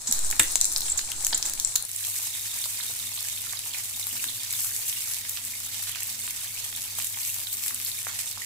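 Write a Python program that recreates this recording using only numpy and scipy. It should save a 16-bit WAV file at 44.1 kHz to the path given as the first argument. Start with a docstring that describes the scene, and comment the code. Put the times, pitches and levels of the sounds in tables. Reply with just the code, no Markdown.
"""A small tiled kitchen: an egg fries in a steel pan close to the microphone, spitting loudly;
then, from a step back, small fish fry in the same pan. Countless steam bubbles burst in the hot oil
as a bed of fizz. Drops of water snap on top, big bubbles plop below, steam squeaks from under the egg,
and the pan rings faintly with it all. Hot air buffets the microphone beside the egg;
the burner rumbles and a motor hums in the background."""
import sys
import numpy as np
from scipy import signal
from scipy.fft import irfft, next_fast_len
from scipy.io import wavfile
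from scipy.ndimage import uniform_filter1d

SR = 44100
rng = np.random.default_rng(int(sys.argv[2]) if len(sys.argv) > 2 else 0)


def to_wav(sig):
    """Store sig (one row per channel, or 1-D mono) as 16-bit WAV at the path in sys.argv[1].

    Samples outside -1..1 are clipped; the rate is SR.
    """
    pcm = np.clip(np.atleast_2d(sig), -1, 1) * 32767
    pcm = np.round(pcm).astype(np.int16)
    wavfile.write(sys.argv[1], SR, pcm.T)  # frames by channels


N = 372644
TIME = np.arange(N) / SR

# tone of the frying at the two microphone ports: (frequency [Hz], left gain [dB], right gain [dB])
EGG_COLOUR = [(100, -54, -45), (330, -17, -15), (603, -9.5, -9), (890, -9, -9.5), (1760, -12.5, -8),
              (3080, -11.5, -12.5), (4130, -1, -10.5), (4630, -7.5, -13.5), (6800, -7.5, -2.5),
              (7600, 1, 0), (9270, -4.5, -7.5), (10760, -7, -13), (10860, -12.5, -16.5),
              (15300, -16.5, -22.5)]
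FISH_COLOUR = [(101, -44, -44), (455, -28, -25), (695, -21.5, -19.5), (1470, -24, -17), (2210, -16.5, -6.5),
               (3450, -14, -8), (4000, -12, -6.5), (4700, -9.5, -8), (5630, -9.5, -5), (6700, -9.5, -3),
               (8220, -9, 1), (9920, -3, -8.5), (11600, 0, -12), (13750, -4.5, -14.5), (15000, -4, -49)]
# how hard the oil boils around the egg: (time [s], fizz level [dB])
EGG_BOIL = [(0, -41.5), (.14, -28.5), (.3, -34), (.52, -34), (.8, -33), (1.1, -35), (1.4, -32.5),
            (1.75, -38), (1.86, -42.5)]
# a fish sheds water into the oil and the fizz swells: (start [s], boost [dB], hold [s], settling [s])
FISH_SURGES = [(1.86, 8, 0.64, 7.6), (3.977, 2, 0.071, .15), (4.516, 3.5, 0.37, 0.11),
               (6.95, 1.5, 0.96, 1.1), (7.604, 1, 0.24, 0.11), (8.154, 3.5, 0.11, 0.099)]
# treble ride on the finest fizz of the fish: (time [s], gain [dB])
FINE_FIZZ = [(1.9, -1.5), (3.4, -3.5), (4.8, -0.5), (6.0, -2.6), (6.7, -0.2), (7.7, 1.5), (8.3, -5)]
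# the loudest water drops bursting in the oil:
# (time [s], relative level [dB], length [s], ring pitch [Hz], tick gain [dB], body gain [dB])
SNAPS = [(0.0723, -29, 0.0011, 6700, -12, -30), (0.073, -22, 0.013, 6550, -17, -33),
         (0.1124, -21, 0.00086, 8400, -25, -37), (0.1244, -14, 0.0026, 6700, -5, -44),
         (0.1915, -24.5, .001, 7500, -10, -32), (0.3018, -23, 0.002, 7600, -5, -28),
         (0.312, -19, 0.0011, 6840, -5.5, -26), (0.3947, -9, 0.0058, 8300, -6, -5.5),
         (0.417, -29, 0.0064, 7500, -9, -17), (0.4325, -24, 0.003, 7100, -4, -24),
         (0.481, -30, 0.0017, 6000, -7, -30), (0.5566, -14.5, 0.00038, 7260, -15, -16.5),
         (0.605, -29, 0.00082, 7660, -16, -39.5), (0.613, -12.5, 0.00066, 7060, -11, -34),
         (0.62, -33, .004, 6750, -16, -38), (0.644, -19.5, 0.0017, 7400, -20, -39),
         (0.6538, -19.5, 0.00069, 7850, -6, -21), (0.7178, -35, .001, 7400, -8, -32),
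         (0.734, -28, 0.0023, 7000, -12, -30), (0.762, -20, 0.00078, 6200, -10, -26),
         (0.768, -30, .0008, 6200, -8, -14), (0.775, -27, .0008, 8100, 1, -28),
         (0.782, -25, .0007, 7400, -2.5, -30), (0.807, -23, .0014, 6550, -4.5, -25),
         (0.974, -16.5, 0.017, 7160, -9.5, -33), (1.0149, -34, .0007, 7170, -10, -23),
         (1.117, -27, 0.0023, 6600, -1.5, -15), (1.164, -33, 0.00056, 7400, -12, -28),
         (1.2075, -34, .0008, 7180, -16, -35), (1.248, -17.5, 0.0012, 7400, -6, -32),
         (1.2676, -16, 0.0012, 6900, -4, -11.5), (1.345, -22, 0.0046, 7500, -16, -22),
         (1.376, -22, 0.0044, 7200, -3, -38), (1.4266, -22, 0.0013, 5600, -12, -30),
         (1.454, -25, 0.005, 7060, -9, -9), (1.462, -24, 0.0014, 7270, -7, -22),
         (1.497, -24.5, 0.0013, 7100, -4, -37), (1.536, -23, 0.0014, 7000, -4.5, -25),
         (1.599, -20, 0.00076, 6460, -4, -42), (1.6484, -17, 0.0015, 7300, -24, -53),
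         (1.674, -26.5, 0.0021, 7300, -18, -38), (1.7558, -17, 0.0014, 6430, -8.5, -23),
         (1.7593, -16.5, 0.00083, 6400, -5.5, -12), (1.7602, -24, 0.0034, 7440, 0.5, -20),
         (1.85, -31, 0.0035, 9300, -1, -28), (1.915, -29, .002, 8250, -24, -20),
         (1.962, -25.5, 0.0012, 8480, -10, -28), (2.185, -28, .0035, 8100, -8, -22),
         (2.588, -28, .003, 8700, -6, -30), (3.2277, -28, .001, 8200, -5, -32),
         (3.528, -28.5, 0.00088, 8060, -3, -22), (4.069, -26, 0.00099, 11900, -7, -8),
         (4.2412, -22.5, 0.0014, 7800, -3, -7), (4.508, -27, 0.00098, 8500, -8, -37),
         (4.526, -26.5, 0.0038, 12100, 4, -31), (5.294, -19.5, 0.0036, 7960, -1, -32),
         (5.4505, -27.5, 0.0011, 8700, -4, -24), (5.894, -25, 0.0022, 8400, -2, -10),
         (6.006, -25, 0.00049, 8700, -1, -13), (6.0325, -22, 0.001, 8000, -2, -21),
         (6.2089, -32, .002, 7900, -10, -25), (6.763, -26.5, .001, 7950, 2, -27),
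         (6.986, -23, 0.0013, 8300, -3, -12), (7.5289, -24, 0.0022, 8730, 3, -24),
         (7.662, -24, 0.002, 8350, -3, -11), (7.745, -24.5, 0.0012, 9300, -11, -27.5),
         (7.849, -27, 0.0013, 11500, -5, -32), (8.189, -25.5, 0.0059, 8140, -12, -31),
         (8.2092, -26.5, .0035, 9200, -2, -27.5)]
# bubbles opening, from the largest, low and broad, to small ones pinging narrowly near 3.7 kHz: (time [s],
# level [dB], length [s], pitch [Hz], half-width [octaves])
PLOPS = [(0.3258, -31.5, 0.0026, 2130, 0.39), (0.3975, -18.5, 0.0028, 2200, .25),
         (0.399, -26, 0.0033, 3350, 0.16), (0.8178, -30.5, 0.0018, 3930, 0.23),
         (0.8817, -34, 0.0024, 2980, 0.7), (0.9914, -25.5, 0.0012, 3520, 1.03),
         (1.118, -29.5, 0.0015, 3970, 0.62), (1.3273, -26, 0.0035, 4320, 0.4),
         (1.3278, -32, 0.0035, 1750, 0.24), (1.3317, -23.5, 0.0035, 4100, 0.22),
         (1.427, -40, 0.0012, 4150, 0.28), (1.5987, -33, .002, 3800, 0.18),
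         (1.758, -24.5, 0.004, 4060, 0.16), (2.0408, -34, 0.0021, 3670, .32),
         (2.0786, -53, 0.0037, 1370, 0.95), (2.1942, -47, .0015, 1500, .7), (2.337, -35, .005, 3570, .06),
         (2.514, -35, .005, 3630, .06), (2.597, -38, .004, 3720, .04), (2.621, -36, .004, 3620, .04),
         (2.64, -30.5, 0.0021, 4070, 0.37), (2.801, -37.5, 0.0015, 1590, 0.69),
         (2.8073, -33, 0.006, 3730, 0.15), (2.877, -37, .004, 3740, .04), (2.997, -38, .004, 3650, 0.046),
         (3.067, -38, 0.0033, 3630, 0.05), (3.1746, -33.5, .0041, 3450, 0.25),
         (3.1893, -32.5, .0015, 4050, 0.23), (3.312, -39.5, .004, 3700, .04), (3.337, -38, .004, 3720, .05),
         (3.3746, -35, 0.0037, 3360, 0.24), (3.4684, -40, 0.0022, 1600, 1.4), (3.489, -40, .004, 3700, .04),
         (3.533, -35.5, 0.002, 1500, 1.1), (3.5715, -33, .003, 4480, .15), (3.6596, -43, 0.0023, 1630, 1),
         (3.7085, -40, .004, 3100, .12), (3.7349, -33, .005, 3520, 0.28), (3.7445, -33, 0.004, 2330, 0.26),
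         (3.942, -38, .004, 3720, .04), (4.0277, -33.5, 0.005, 3740, 0.11), (4.11, -38, .004, 3100, 0.096),
         (4.1672, -37, 0.005, 3020, 0.62), (4.195, -35, 0.0047, 2600, .15), (4.24, -33, .003, 3700, .05),
         (4.283, -29, 0.0088, 3750, 0.12), (4.5362, -31, 0.0012, 3870, 0.94),
         (4.5484, -35, 0.0023, 3620, 0.13), (4.59, -42, .004, 2930, .1), (4.6447, -40, 0.0017, 1600, 0.53),
         (4.6603, -48, 0.0012, 1290, .6), (4.7135, -41, 0.0024, 1960, 0.27),
         (4.9266, -34, .0015, 3360, 0.33), (4.9635, -36.5, .004, 2800, 0.068),
         (5.046, -41, 0.0053, 2330, .08), (5.2503, -39, 0.0012, 1180, 1.2),
         (5.372, -31.5, 0.0022, 3040, 0.94), (5.5342, -38.5, .004, 2240, 0.12),
         (5.8676, -30.5, 0.041, 3000, 1), (5.92, -37, .004, 3100, .12), (5.9479, -33.5, 0.0035, 2840, 0.22),
         (5.9563, -30.5, 0.0068, 3420, 1.4), (6.0213, -34, 0.0027, 2410, 0.23),
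         (6.2774, -34.5, 0.0017, 2200, 1.2), (6.2984, -39, 0.0028, 2940, 0.2),
         (6.473, -39, 0.0039, 3100, 0.21), (6.5512, -43, .004, 2240, .05),
         (6.5715, -37.5, 0.0043, 2820, 0.18), (6.645, -37, 0.0044, 3250, .1),
         (6.7275, -35, 0.0013, 2700, 1.3), (6.749, -34.5, 0.0032, 3660, 0.12),
         (7.0006, -32, .0013, 3500, 0.95), (7.0165, -35, .002, 3800, .6), (7.1443, -38, 0.0018, 2800, 0.52),
         (7.1722, -40, 0.0012, 1530, 0.85), (7.229, -38.5, .004, 4230, .12), (7.247, -43, .004, 2240, 0.15),
         (7.2925, -35.5, 0.0035, 2720, .05), (7.3634, -48, .0015, 1150, 0.51),
         (7.4696, -31.5, .0025, 3550, 0.13), (7.5948, -42, .0025, 3200, 0.22),
         (7.7079, -39, 0.0028, 1490, .7), (7.8631, -33.5, .0015, 4100, 0.31),
         (7.9155, -33, .002, 4060, 0.19), (7.982, -40, .004, 2300, 0.11),
         (8.0682, -32.5, 0.00084, 1670, 0.39), (8.0896, -39, 0.0055, 1450, 0.59),
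         (8.1914, -34, .0013, 3550, 0.99), (8.3746, -40.5, .001, 1300, 0.64),
         (8.4165, -34, .0035, 2000, 0.099)]
# four bubble sizes for the lesser plops: (pitch [Hz], rate [1/s], mean level [dB])
PLOP_SIZES = [(870, 4, -52.5), (2080, 5, -49), (2900, 4, -48), (3660, 3, -42)]
# steam squeaking out from under the egg:
# (time [s], relative level [dB], length [s], pitch [Hz], half-width [octaves])
SQUEAKS = [(0.246, -24.5, .003, 8050, 0.067), (0.407, -22, .006, 7660, .05),
           (0.897, -20.5, 0.0087, 7600, 0.073), (0.9175, -18.5, 0.0056, 7600, 0.059),
           (1.347, -17, 0.0032, 7300, 0.03)]
# small pinging bubbles come up with the fish and stay: (time [s], relative level [dB])
PING_LEVEL = [(1.7, -67), (2.2, -53), (2.8, -53), (3.3, -53.5), (4.0, -55), (4.7, -55)]
# soft low bumps: (time [s], relative level [dB], length [s], pitch [Hz], half-width [octaves])
THUMPS = [(0.089, -39.5, 0.0077, 209, 0.32), (0.556, -42, 0.0028, 330, 1.9),
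          (1.325, -41.5, 0.024, 397, 1.2), (1.326, -35.5, 0.0051, 840, 0.25),
          (2.6566, -46.5, 0.0045, 846, 0.52), (2.897, -51.5, 0.009, 646, 0.66),
          (4.11, -47, 0.11, 220, 0.39), (4.24, -49.5, 0.075, 251, 0.22), (6.985, -46, 0.0013, 850, 0.5),
          (7.71, -55, 0.028, 228, 0.52), (8.068, -42.5, 0.0013, 800, 0.7)]
# modes of the steel pan, damped by oil and food: (frequency [Hz], relative level [dB])
PAN_MODES = [(292, 5), (494, 1), (812, 7), (890, -3), (1080, -8), (1680, -7), (2300, -2), (3700, -1)]
# modes of the jolted pan and stand: (frequency [Hz], right level [dB], decay by 60 dB [s])
JOLT_MODES = [(108, -33, 0.14), (226, -31.5, 0.076), (298, -33, 0.16), (344, -37, 0.2), (513, -40.5, 0.24),
              (940, -28, 0.029), (1370, -24, 0.048), (2290, -26, 0.06), (2440, -19, 0.045)]
# reverb of the tiled room: (frequency [Hz], decay by 60 dB [s])
KITCHEN_DECAY = [(200, 0.077), (1000, 0.24), (4000, 0.31), (8000, 0.16), (15000, 0.31)]
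# tone of the hot air buffeting the microphone: (frequency [Hz], relative level [dB])
DRAUGHT_COLOUR = [(8, 20.5), (20, 2.5), (35, 4), (50, -0.5), (68, 5), (100, -21), (150, -15), (300, -11.5),
                  (1000, -33), (6000, -84)]
# strength of that buffeting: (time [s], level [dB])
DRAUGHT_LEVEL = [(0, -47), (.08, -58), (.14, -38.5), (.3, -35.5), (.45, -39), (.8, -39), (1.1, -41),
                 (1.55, -40.5), (1.8, -49), (1.95, -98)]
# tone of the burner's rumble: (frequency [Hz], relative level [dB])
BURNER_COLOUR = [(10, -2), (30, -4.5), (55, -5), (80, -5.5), (150, -14.5), (195, -8), (330, -14.5),
                 (500, -13), (1500, -17.5), (6000, -87)]
# motor hum: (frequency [Hz], level by the egg [dB], level by the fish [dB], waver rate [Hz])
MOTOR_LINES = [(99.5, -61, -57, 0.61), (110.8, -66.5, -65.5, 10), (122.7, -65.5, -68, 8.3),
               (225, -97, -68.5, 5.6), (267, -87, -75, 6.7), (448, -76.5, -76, 3)]

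FRYING_FROM, FISH_FROM = EGG_BOIL[1][0], 1.86  # [s] lesser snaps and plops start; cut to the fish
CUT_DIP_DB = -5.5  # fish and burner fade up from this dip after the cut
LEVEL_SPAN_S = .005  # a short hit is levelled as if its energy were spread over this span


def crackle(per_s, spread_db, most_db, count=8):
    """Tiny bubbles bursting: each frees a split second of noise, bright in its own range."""
    t, out = np.arange(256) / SR, np.zeros((2, N))
    for k, hz in enumerate(np.geomspace(4500, 13000, count)):
        age = t / (.00018 if k % 2 else .00045)
        bursts = clicks(per_s / count, spread_db, most_db)
        power = signal.oaconvolve(bursts ** 2, (age * np.exp(-age)) ** 2)[:N]
        noise = np.sqrt(abs(power)) * rng.standard_normal((2, N))
        out += evened(band(noise, hz / 3.8, hz * 2.17, order=1))
    return evened(out)


def bubbles(per_s, spread_db, most_db, count=24):
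    """Bubbles that ring for some cycles, rising in pitch as they open."""
    t, out = np.arange(600) / SR, np.zeros((2, N))
    for hz in np.geomspace(800, 9000, count) * rng.uniform(0.97, 1.05, count):
        age = t / (0.0013 + 0.2 / hz)
        phase = 2 * np.pi * hz * t * (1 + 12 * t) + rng.normal(0, hz / 3500, (2, 1))
        ring = unit((1 - np.exp(-3 * age)) * np.exp(-age) * np.sin(phase))
        out += through(clicks(per_s / count, spread_db, most_db), ring)
    return evened(out)


def sizzle(grains, colour, span, boil_db, split_hz, hiss_db, flutter_db, swell_db):
    """Grains over the hiss of the tiniest bubbles; high fizz and low bubbling each swell by chance."""
    flutter = gain_of(flutter_db * wander(32))
    oil = (grains + gain_of(hiss_db) * rng.standard_normal((2, N))) * flutter
    oil = through(oil, causal(colour))
    bubbling = signal.sosfiltfilt(signal.butter(4, split_hz, fs=SR, output="sos"), oil)
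    layers = zip((oil - bubbling, bubbling), boil_db)
    gate = uniform_filter1d(span * 1., 400)
    return gate * sum(evened(part) * gain_of(db + swell_db * wander(8.2)) for part, db in layers)


def frying_egg(grains):
    """Oil boils around the egg: the bubbling follows the swings of the fizz, more gently."""
    span, fizz_db = TIME < FISH_FROM, follow(EGG_BOIL)[0]
    bubbling_db = -48.5 + 0.7 * (fizz_db - fizz_db[span].mean())
    return sizzle(grains, EGG_COLOUR, span, (fizz_db, bubbling_db),
                  split_hz=4500, hiss_db=5.5, flutter_db=0.95, swell_db=2.0)


def frying_fish(grains):
    """A simmer that surges as each fish sheds its water, with the top end riding up and down."""
    surge_db = 0
    for start, db, hold, settle in FISH_SURGES:
        age = TIME - start
        surge_db += db * np.clip(age / 0.025, 0, 1) * np.exp(-np.maximum(age - hold, 0) / settle)
    fade_db = np.interp(TIME - FISH_FROM, [0, 0.15], [CUT_DIP_DB, 0])
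    fizz_db, bubbling_db = -39 + fade_db + surge_db, -43 + fade_db + 0.19 * surge_db
    fish = sizzle(grains, FISH_COLOUR, TIME >= FISH_FROM, (fizz_db, bubbling_db),
                  split_hz=6400, hiss_db=1.5, flutter_db=1.63, swell_db=0.95)
    finest = signal.sosfiltfilt(signal.butter(3, 9500, "high", fs=SR, output="sos"), fish)
    return fish + (gain_of(follow(FINE_FIZZ)) - 1) * finest


def puff(length, size=2048, swell=0.06):
    """A spurt of steam, softer in attack when longer; the pan scatters it differently to each port."""
    age = np.arange(size) / SR / max(length, 1e-4)
    attack = 1 - np.exp(-age / swell)
    decay = np.exp(-1.2 * age ** 1.23) + 0.046 * np.exp(-age / 4)
    return rng.standard_normal((2, size)) * attack * decay


def snaps(rows, colour, level_db, ring_width, tick_db, body_db, front_db):
    """A drop flashes to steam: a bright tick, the ring of its cavity and a low push."""
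    out, response, reach = np.zeros((2, N)), causal(colour), 1 + ring_width
    for s, db, length, hz, tick, body in rows:
        steam = unit(puff(length))
        # the quickest drops send one sharp front to both ports
        front = unit(signal.unit_impulse(steam.shape[1], round(.0002 * SR)))
        steam = steam + gain_of(front_db) * np.exp(-length / .002) * front
        coloured = through(steam, response)
        ring_share = np.sqrt(max(1 - gain_of(tick) ** 2, .2))
        ring = ring_share * unit(band(coloured, hz / reach, hz * reach, order=1))
        top = gain_of(tick + tick_db) * unit(band(coloured, 9520, 16300))
        mids = band(alike(steam, 0.86), 1180, 5500) * gain_of([[-4], [0]])
        push = gain_of(body + body_db) * unit(mids)
        add(out, s, gain_of(db + level_db) * (ring + top + push))
    return out


def lesser_snaps(start, end, per_s, level_db, spread_db, ring_hz, spread_octaves):
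    """Rows like SNAPS for small drops, scattered in time, strength and pitch."""
    return [(s, level_db + spread_db * (loud - .5), between(0.0004, 0.0031, slow ** 2),
             ring_hz * 2 ** (spread_octaves * (high - .5)),
             between(-10, 5, tick), between(-27, -11, body))
            for s, (loud, slow, high, tick, body) in moments(start, end, per_s, size=5)]


def hollow_puffs(rows, level_db, likeness, right_db, size=4096):
    """Puffs that ring in a band around their pitch; after the cut they lean right by right_db."""
    out = np.zeros((2, N))
    for s, db, length, hz, octaves in rows:
        reach = 2 ** max(octaves, .04)
        ring = band(alike(puff(length, size=size), likeness), hz / reach, hz * reach)
        balance = gain_of([[0], [right_db * (s > FISH_FROM)]])
        add(out, s, gain_of(db + level_db) * unit(ring * balance))
    return out


def lesser_plops(spread_db, spread_octaves):
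    """Rows like PLOPS for quieter bubbles, scattered around each bubble size."""
    return [(s, db + spread_db * (loud - .5), between(0.0012, .0032, slow),
             hz * 2 ** (spread_octaves * (high - .5)), between(.12, .55, wide))
            for hz, per_s, db in PLOP_SIZES
            for s, (loud, slow, high, wide) in moments(FRYING_FROM, N / SR, per_s, size=4)]


def pings(hz, per_s, count=7):
    """Bubbles of nearly one size, each ringing for a moment, right of centre."""
    t, out = np.arange(1200) / SR, np.zeros((2, N))
    envelope = (1 - np.exp(-t / .001)) * np.exp(-t / .0028)
    for pitch in hz * np.linspace(.972, 1.028, count):
        ring = envelope * np.sin(2 * np.pi * pitch * t + rng.normal(0, 1.0, (2, 1)))
        out += through(clicks(per_s / count, spread_db=6, most_db=14.5), ring)
    return evened(out * gain_of([[-6], [0]])) * gain_of(follow(PING_LEVEL))


def pan_ring(oil, egg_db, fish_db, cycles=50):
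    """Bursts set the steel ringing, more plainly up close; each mode falls 60 dB in the given cycles."""
    t, modes = np.arange(SR // 2) / SR, 0
    for hz, db in PAN_MODES:
        t60 = cycles / hz
        phase = 2 * np.pi * hz * t + rng.normal(0, hz / 7000, (2, 1))
        modes += gain_of(db - 60 * t / t60) / t60 * np.cos(phase)
    response = modes * 2 * np.log(1000) / SR  # each resonance peaks at its table level
    return through(oil.mean(0), response) * gain_of(np.where(TIME < FISH_FROM, egg_db, fish_db))


def jolt(at_s):
    """The largest spit jolts the pan on its stand, and both ring out."""
    t, out = np.arange(SR // 2) / SR, np.zeros((2, N))
    ring = sum(gain_of(db - 60 * t / t60) * np.sin(2 * np.pi * hz * t) * gain_of([[-hz / 400], [0]])
               for hz, db, t60 in JOLT_MODES)
    add(out, at_s, ring * (1 - np.exp(-t / 0.0011)))
    return out


def kitchen(x):
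    """Dense echoes off the tiles, each band dying at its own rate."""
    taps = rng.standard_normal((2, SR // 2)) * (rng.random((2, SR // 2)) < .12)
    taps[:, :SR // 400] = 0  # pre-delay
    hz, t, spectrum = signal.stft(taps, SR, nperseg=256)
    decay = gain_of(-60 * t / read(KITCHEN_DECAY, hz).T)
    tail = signal.istft(spectrum * decay, SR, nperseg=256)[1]
    return through(x, tail / np.linalg.norm(tail[0]))


def shifting_echoes(x, count=4, turn_hz=11):
    """Bursts come from all over the pan, so the send circles through several kitchen reverbs."""
    turn = 2 * np.pi * turn_hz * TIME
    return sum(kitchen(x * np.maximum(np.cos(turn + 2 * np.pi * k / count), 0)) for k in range(count))


def draught(waft_at_s, waft_s, waft_db):
    """Hot air leans on the microphone in one slow push and buffets it with turbulence."""
    push = gain_of(waft_db) * np.sin(np.pi * np.clip((TIME - waft_at_s) / waft_s, 0, 1))
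    return push + gain_of(follow(DRAUGHT_LEVEL)) * rumble(DRAUGHT_COLOUR, likeness=0.9)


def burner(level_db, fade_s):
    """The burner's steady rumble, dipping at the cut and fading back up."""
    dip_db = np.interp(TIME - FISH_FROM, [0, fade_s], [CUT_DIP_DB, 0], left=0)
    return gain_of(level_db + dip_db) * rumble(BURNER_COLOUR, likeness=0.76)


def motor_hum():
    """Wavering tones of a motor in the room; their strength depends on where one stands."""
    lines = np.zeros(N)
    for hz, egg_db, fish_db, waver_hz in MOTOR_LINES:
        level = gain_of(np.interp(TIME, [FISH_FROM, FISH_FROM + 0.23], [egg_db, fish_db]))
        tone = np.cos(2 * np.pi * hz * TIME + 1.2 * wander(waver_hz))
        tremolo = 1 + 0.24 * np.sqrt(waver_hz) * wander(5.9)
        lines += level * evened(tone * tremolo)
    return lines * gain_of([[-.5], [.5]])


def rumble(colour, likeness):
    """Low turbulent noise of rms 1, much the same at both ports."""
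    return evened(through(alike(rng.standard_normal((2, N)), likeness), causal(colour, size=16384)))


def clicks(per_s, spread_db, most_db):
    """Random impulses, most of them small and a few large."""
    draws = rng.random((6000, 2))
    at = (np.cumsum(-np.log(draws[:, 0])) / per_s * SR).astype(int)
    size = gain_of(np.minimum(-spread_db * np.log(draws[:, 1]), most_db))
    return np.bincount(at[at < N], size[at < N], N)


def moments(start, end, per_s, size):
    """Random moments in a span, each with some random shares 0-1."""
    draws = rng.random((200, size + 1))
    times = start + np.cumsum(-np.log(draws[:, 0])) / per_s
    return zip(times[times < end], draws[:, 1:])


def wander(rate_hz):
    """Slow random motion of rms 1."""
    hz = np.fft.rfftfreq(next_fast_len(N), 1 / SR)
    spectrum = rng.standard_normal(len(hz)) + 1j * rng.standard_normal(len(hz))
    return evened(irfft(spectrum / (1 + (hz / rate_hz) ** 4))[:N])


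def alike(x, share):
    """Narrows the image by blending part of the right port into the left."""
    return np.array([share * x[1] + np.sqrt(1 - share ** 2) * x[0], x[1]])


def band(x, lo_hz, hi_hz, order=2):
    """Causal band-pass."""
    return signal.lfilter(*signal.butter(order, [lo_hz, min(hi_hz, .49 * SR)], "band", fs=SR), x)


def causal(points, size=1024):
    """Minimum-phase response of a spectrum table, so clicks keep their sharp fronts."""
    log_gain = np.log(gain_of(read(points, abs(np.fft.fftfreq(size, 1 / SR)))))
    return np.fft.ifft(np.exp(np.conj(signal.hilbert(log_gain)))).real[:, :size // 2]


def through(x, response):
    """Convolves with a stereo response and keeps the length."""
    x = np.atleast_2d(x)
    return signal.oaconvolve(x, response, axes=1)[:, :x.shape[1]]


def read(points, hz):
    """Each column of a spectrum table at the given frequencies."""
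    table_hz, *columns = np.transpose(points)
    return np.array([np.interp(np.log(hz + 1), np.log(table_hz + 1), c) for c in columns])


def follow(points):
    """Each column of an automation curve at every sample."""
    s, *columns = np.transpose(points)
    return np.array([np.interp(TIME, s, c) for c in columns])


def add(mix, s, sound):
    """Mixes a stereo sound in at time s."""
    part = mix[:, max(round(s * SR), 0):][:, :sound.shape[1]]
    part += sound[:, :part.shape[1]]


def between(low, high, share):
    """The value a share of the way from low to high."""
    return low + (high - low) * share


def gain_of(db):
    """Decibels to amplitude."""
    return 10 ** (np.asarray(db) / 20)


def evened(x):
    """Scales to rms 1."""
    return x / np.sqrt(np.mean(x ** 2) + 1e-20)


def unit(x):
    """Scales a short hit to the energy of rms 1 held for LEVEL_SPAN_S."""
    return evened(x) * np.sqrt(LEVEL_SPAN_S * SR / x.shape[-1])


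def scene():
    """Egg, then fish, over the burner and the hum."""
    grains = crackle(per_s=2300, spread_db=4.0, most_db=23.5)
    grains += gain_of(-5.5) * bubbles(per_s=700, spread_db=3.0, most_db=10.5)
    fizz = frying_egg(grains) + frying_fish(grains)
    egg_drops = [row for row in SNAPS if row[0] < FISH_FROM]
    egg_drops += lesser_snaps(FRYING_FROM, FISH_FROM, per_s=10, level_db=-33.5, spread_db=4,
                              ring_hz=7100, spread_octaves=0.23)
    fish_drops = [row for row in SNAPS if row[0] >= FISH_FROM]
    fish_drops += lesser_snaps(FISH_FROM, N / SR, per_s=14, level_db=-35.5, spread_db=10,
                               ring_hz=9600, spread_octaves=0.46)
    spits = snaps(egg_drops, EGG_COLOUR, level_db=1.5, ring_width=0.15,
                  tick_db=1, body_db=-6, front_db=-2)
    spits += snaps(fish_drops, FISH_COLOUR, level_db=-0.5, ring_width=0.21,
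                   tick_db=-5, body_db=-4, front_db=-7)
    squeaks = hollow_puffs(SQUEAKS, level_db=-0.5, likeness=0.45, right_db=0)
    plop_rows = PLOPS + lesser_plops(spread_db=7.0, spread_octaves=0.23)
    plops = hollow_puffs(plop_rows, level_db=0, likeness=0.23, right_db=8.5)
    plops += pings(hz=3700, per_s=55) + gain_of(-1.5) * pings(hz=4460, per_s=40)
    thumps = hollow_puffs(THUMPS, level_db=2.5, likeness=0.99, right_db=2.0, size=8192)
    oil = fizz + spits + squeaks + plops
    send = gain_of(-6) * fizz + gain_of(-5.5) * (spits + squeaks) + gain_of(-4.5) * (plops + thumps)
    room = shifting_echoes(send)
    air = burner(level_db=-61, fade_s=0.54) + draught(waft_at_s=0.11, waft_s=0.29, waft_db=-25)
    steel = jolt(at_s=0.396) + pan_ring(oil, egg_db=-4.5, fish_db=-16.5)
    return oil + thumps + steel + room + air + motor_hum()


def record(dry):
    """Clips peaks at full scale, then cuts the top end above 15.6 kHz."""
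    low_pass = signal.firwin(301, 15600, window=("kaiser", 9), fs=SR)
    return signal.oaconvolve(np.clip(dry, -1, 1), low_pass[None], "same")


dry = scene()
out = record(dry)
to_wav(out)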